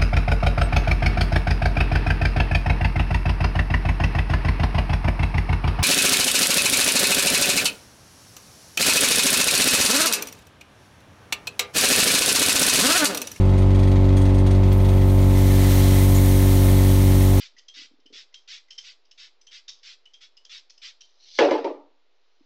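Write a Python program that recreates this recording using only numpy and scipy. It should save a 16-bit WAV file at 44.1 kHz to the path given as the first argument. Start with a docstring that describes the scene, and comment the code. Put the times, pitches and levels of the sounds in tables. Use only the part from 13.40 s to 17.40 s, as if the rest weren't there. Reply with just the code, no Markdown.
"""Tipping crushed stone into a steel hopper

A dumper's diesel engine drones close by at steady revs. Its rising bed rattles and the first
stones clink. Fine grit starts to hiss down the steel, then the whole load slides and pours:
thousands of tiny stone-on-stone hits a second blend into a rush, and the hopper booms under it."""
import sys
import numpy as np
from scipy import signal
from scipy.fft import rfft, irfft
from scipy.io import wavfile
from scipy.ndimage import uniform_filter1d

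SR = 44100
rng = np.random.default_rng(int(sys.argv[2]) if len(sys.argv) > 2 else 0)


def pcm_store(signal):
    """Save signal as 16-bit PCM."""
    levels = np.round(np.clip(np.atleast_2d(signal), -1, 1) * 32767)
    wavfile.write(sys.argv[1], SR, levels.astype(np.int16).T)


N = 176400  # 4 seconds

# How strongly coarse stone and fine grit flow. Each row: time in seconds, level in dB.
STONE_LEVELS = [(0, -82), (1.3, -56), (1.8, -47), (1.97, -39.5), (2.15, -36), (2.29, -33), (2.52, -33.5),
                (2.68, -37), (3.3, -36.5), (4, -37.5)]
GRIT_LEVELS = [(0, -84), (1.15, -65), (1.35, -52), (1.65, -47), (1.85, -43), (2.0, -39), (2.15, -36),
               (2.35, -33.5), (2.9, -33.5), (3.4, -34.5), (4, -35.5)]
# The tone of stone, of grit and of a dull knock. Each row: frequency in Hz, relative level in dB.
STONE_TONE = [(200, -4), (700, -5), (1000, -4), (1300, -2.5), (1550, -2), (1800, 1), (2080, 0.5),
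              (2500, -3), (2850, -2.5), (3150, 0.5), (3700, 0), (4050, 1), (4900, -5), (5600, -2.5),
              (6500, -3.5), (7500, -5.5), (10000, -11.5), (15000, -27)]
GRIT_TONE = [(3000, -21), (5000, -12.5), (6300, -6), (7400, -9.5), (8600, -1), (9800, -0.5), (10450, -8),
             (10900, 0), (12600, 0.5), (14000, -1.5), (15600, -4)]
KNOCK_TONE = [(700, -11), (1500, 3), (2100, 8), (2700, 4), (3400, 5.5), (4300, 3), (5200, -2.5),
              (6500, -3.5), (8000, -12.5), (15000, -26)]
# The notes that ring in the hopper, the bed's panels, bright steel and a struck edge.
# Each row: frequency in Hz, width in Hz (narrow rings longer), relative level in dB.
HOPPER_NOTES = [(158, 49, -1.5), (312, 140, -11), (714, 150, -5), (1807, 50, -9), (2029, 36, -5),
                (2110, 45, -10)]
PANEL_NOTES = [(2037, 28, -1), (2500, 41, -8.5), (3260, 63, -1.5)]
STEEL_NOTES = [(3284, 40, -7), (6140, 30, -4), (6700, 80, -1), (8161, 200, -5), (8600, 500, 2.5),
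               (9060, 80, -2), (9100, 400, -17), (12460, 1500, -13)]
EDGE_NOTES = [(6940, 19, -1), (7080, 300, -4)]
# Knocks of the bed and first stones. Each row: start in seconds, dull level in dB, ring level in dB.
BED_KNOCKS = [(0.002, -45, -59), (0.046, -47, -56), (0.086, -44, -56), (0.131, -42.5, -62),
              (0.174, -42, -48), (0.214, -43, -56), (0.258, -48, -59), (0.299, -44, -59), (0.343, -41, -53),
              (0.386, -41, -50.5), (0.426, -39, -52), (0.469, -40.5, -51), (0.510, -41.5, -57),
              (0.553, -40.5, -67), (0.596, -48.5, -61), (0.640, -45, -57), (0.683, -42, -69),
              (0.721, -46, -60), (0.763, -38, -41.5), (0.809, -41, -45.5), (0.848, -38.5, -50),
              (0.889, -43, -54), (0.938, -44.5, -48.5), (0.977, -42, -49), (1.059, -37.5, -48.5),
              (1.103, -38.5, -49), (1.144, -42.5, -59), (1.228, -40, -58), (1.270, -46, -60),
              (1.312, -39.5, -57), (1.396, -43, -56), (1.441, -39, -53), (1.483, -41, -47),
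              (1.526, -44, -56), (1.568, -42, -57), (1.610, -40, -60), (1.691, -45, -47),
              (1.776, -41.5, -56), (1.821, -42, -53), (1.901, -39, -59), (1.986, -40.5, -54)]
# Sprays of grit on steel, and stones hitting an edge. Each row: start in seconds, level in dB.
GRIT_SPRAYS = [(0.514, -56), (0.655, -58), (0.766, -54), (0.811, -57), (1.062, -57), (1.324, -39),
               (1.371, -47)]
EDGE_PINGS = [(1.812, -50), (2.747, -30.5)]
# The tones in the exhaust note. Each row: multiple of the engine's turning rate, relative level in dB.
EXHAUST_TONES = [(1, -2.5), (2, 1.5), (3, -13), (4, -9.5), (5, -21), (6, -10.5), (7, -28.5), (8, -13.5),
                 (9, -30), (10, -32.5), (11, -19.5), (12, -26.5), (13, -28), (14, -36), (15, -29),
                 (16, -43), (17, -42), (18, -28.5), (19, -29.5), (20, -44.5), (21, -34), (22, -34.5),
                 (23, -35), (24, -50.5), (25, -57), (26, -46), (27, -38.5), (28, -47)]
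# One exhaust tone swells and sinks. Each row: time in seconds, change in dB.
DRONE_SWELL = [(0, -4), (.45, 0.5), (.8, 3.5), (1.2, -1.5), (1.5, -3.5), (1.8, 0.5), (2.2, 2.5), (4, 2)]
# Rough noise of the engine and its fan. Each row: frequency in Hz, relative level in dB.
MACHINE_TONE = [(20, -43), (35, -8), (66, 6.5), (110, -4), (165, 1), (215, -8.5), (290, -7), (335, -6.5),
                (400, -10), (480, -23), (560, -7.5), (700, -10), (950, -15), (1300, -18), (1550, -23.5),
                (2100, -20.5), (2700, -26), (3800, -28.5), (5200, -35.5), (9000, -44), (11000, -48.5),
                (15500, -49)]

TURN_HZ, DRONE_MULTIPLE = 47.4, 6  # engine turns per second; the tone that swells
UNEVEN_LAG_S = 0.002813  # delays the odd tones, which carry the engine's limp
EXHAUST_DB, MACHINE_DB = -13, -31
HOPPER_DB, PANEL_DB = -4.5, -9.5  # compared with the stone and with the dull knocks


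def pouring_load():
    """Grit hisses, coarse stone clatters and the hopper booms, all surging with the flow."""
    surge = undb(0.35 * wander(24.8))
    stone_flow = undb(curve(STONE_LEVELS)) * surge
    grit_flow = undb(curve(GRIT_LEVELS)) * surge
    grit_hits = scatter(impacts(per_s=11000, spread_db=2.5), wet_db=-1.5, decay_s=.003)
    stone_hits = scatter(impacts(per_s=9000, spread_db=2.5), wet_db=-2, decay_s=.006)
    grit = colour(grit_flow * grit_hits, GRIT_TONE)
    stone = colour(stone_flow * stone_hits, STONE_TONE)
    boom = undb(HOPPER_DB) * stone_flow * ring(impacts(per_s=1500, spread_db=4.2), HOPPER_NOTES)
    return grit + stone + boom


def rattling_bed():
    """Each knock is a quick cluster of hits: a dull clack, humming panels and a bright steel ring."""
    dull_level = bursts([(s, db) for s, db, _ in BED_KNOCKS], attack_s=.0083, decay_s=.019)
    bright_level = bursts([(s, db) for s, _, db in BED_KNOCKS], attack_s=.0089, decay_s=.026)
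    dull = dull_level * impacts(per_s=16000, spread_db=1.8)
    bright = bright_level * rng.standard_normal(N)
    panels = undb(PANEL_DB) * np.std(dull) * ring(dull, PANEL_NOTES)
    steel = np.std(bright) * ring(bright, STEEL_NOTES)
    return colour(dull, KNOCK_TONE) + panels + steel


def grit_sprays():
    """Short sprays of grit hiss on bare steel."""
    level = bursts(GRIT_SPRAYS, attack_s=.003, decay_s=.012)
    return colour(level * impacts(per_s=20000, spread_db=1.5), GRIT_TONE)


def edge_pings():
    """Single stones strike a steel edge and set it ringing."""
    strike = bursts(EDGE_PINGS, attack_s=.002, decay_s=.02) * rng.standard_normal(N)
    return np.std(strike) * ring(strike, EDGE_NOTES)


def diesel_engine():
    """Two unequal firings a turn ring the exhaust pipe; rough machine noise throbs along."""
    speed_hz = TURN_HZ * (1 + .00049 * wander(1.94) + .0009 * wander(41))  # slow drift, fast jitter
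    angle = 2 * np.pi * np.cumsum(speed_hz) / SR
    multiples, levels = np.array(EXHAUST_TONES).T
    # The even tones outline the pipe's response, which shifts each tone in time.
    pipe_db = np.interp(np.arange(2 * len(multiples) + 1), multiples[1::2], levels[1::2])
    pipe_phase = np.angle(struck_response(pipe_db))
    exhaust = 0
    for k, db in enumerate(levels, 1):
        limp = (k % 2) * 2 * np.pi * k * TURN_HZ * UNEVEN_LAG_S
        waver_db = .5 * min(k / 6, 1) * wander(6.9)
        swell_db = curve(DRONE_SWELL) if k == DRONE_MULTIPLE else 0
        exhaust -= undb(db + waver_db + swell_db) * np.cos(k * angle + pipe_phase[k] - limp)
    throb = 1 + .14 * np.cos(2 * angle) + .066 * np.cos(angle / 2)  # each firing, and every two turns
    rough = colour(unit(throb * rng.standard_normal(N)), MACHINE_TONE)
    return undb(EXHAUST_DB) * unit(exhaust) + undb(MACHINE_DB) * rough


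def impacts(per_s, spread_db):
    """Clicks of random collisions, many small and a few large."""
    hit = rng.random(N) < per_s / SR
    size = undb(spread_db * np.minimum(rng.exponential(size=N), 6))
    return unit(hit * size * rng.choice([-1, 1], N))


def scatter(x, wet_db, decay_s):
    """Give every hit a short tail of echoes and smaller hits; wet_db sets the tail's level."""
    keep = np.exp(-1 / (decay_s * SR))
    tail_level = np.sqrt(signal.lfilter([1 - keep], [1, -keep], x ** 2))
    return unit(x + undb(wet_db) * tail_level * rng.standard_normal(N))


def bursts(rows, attack_s, decay_s):
    """Loudness over time for a list of blows: each rises quickly, then dies away."""
    power = np.zeros(N)
    age = np.arange(SR // 2) / SR
    shape = np.minimum(age / attack_s, 1) * np.exp(-np.maximum(age - attack_s, 0) / decay_s)
    for start, db in rows:
        i = int(start * SR)
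        power[i:i + len(age)] += (undb(db) * shape[:N - i]) ** 2
    return np.sqrt(power)


def ring(x, notes):
    """Let a sound shake an object so that it rings at its own notes."""
    total = 0
    for hz, width, db in notes:
        resonance = signal.iirpeak(hz, hz / width, fs=SR)
        total += undb(db) * unit(signal.lfilter(*resonance, x))
    return unit(total)


def colour(x, tone):
    """Shape a sound with a tone table; white noise would keep its power."""
    hz, db = np.array(tone).T
    grid_hz = np.maximum(np.arange(N + 1) * SR / (2 * N), 1)
    response = struck_response(np.interp(np.log(grid_hz), np.log(hz), db))
    response /= np.sqrt(np.mean(abs(response) ** 2))
    return irfft(rfft(x, 2 * N) * response)[:N]


def struck_response(db):
    """Turn levels at evenly spaced frequencies into a filter that rings only after a hit."""
    cepstrum = irfft(np.log(undb(db)))
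    half = len(cepstrum) // 2
    cepstrum[1:half] *= 2
    cepstrum[half + 1:] = 0
    return np.exp(rfft(cepstrum))


def wander(per_s):
    """A smooth random wobble, about 1 in size, that picks per_s new values a second."""
    hold = int(SR / per_s)
    steps = np.repeat(rng.standard_normal(N // hold + 1), hold)
    return 1.3 * uniform_filter1d(uniform_filter1d(steps, hold), hold)[:N]


def curve(rows):
    """Join rows of time and value with straight lines."""
    return np.interp(np.arange(N) / SR, *np.array(rows).T)


def undb(db):
    """Turn decibels into a number to multiply by."""
    return 10 ** (np.asarray(db) / 20)


def unit(x):
    """Scale a sound to an average (rms) level of 1."""
    return x / np.sqrt(np.mean(x ** 2))


def scene():
    """Engine, rattling bed and falling stone in one channel, heard from the hopper's edge."""
    return (diesel_engine() + rattling_bed() + grit_sprays() + edge_pings() + pouring_load())[None]


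def record(dry):
    """Steeply cut the highest treble, above 15700 Hz."""
    return signal.sosfilt(signal.ellip(12, .1, 90, 15700, fs=SR, output="sos"), dry)


dry = scene()
out = record(dry)
pcm_store(out)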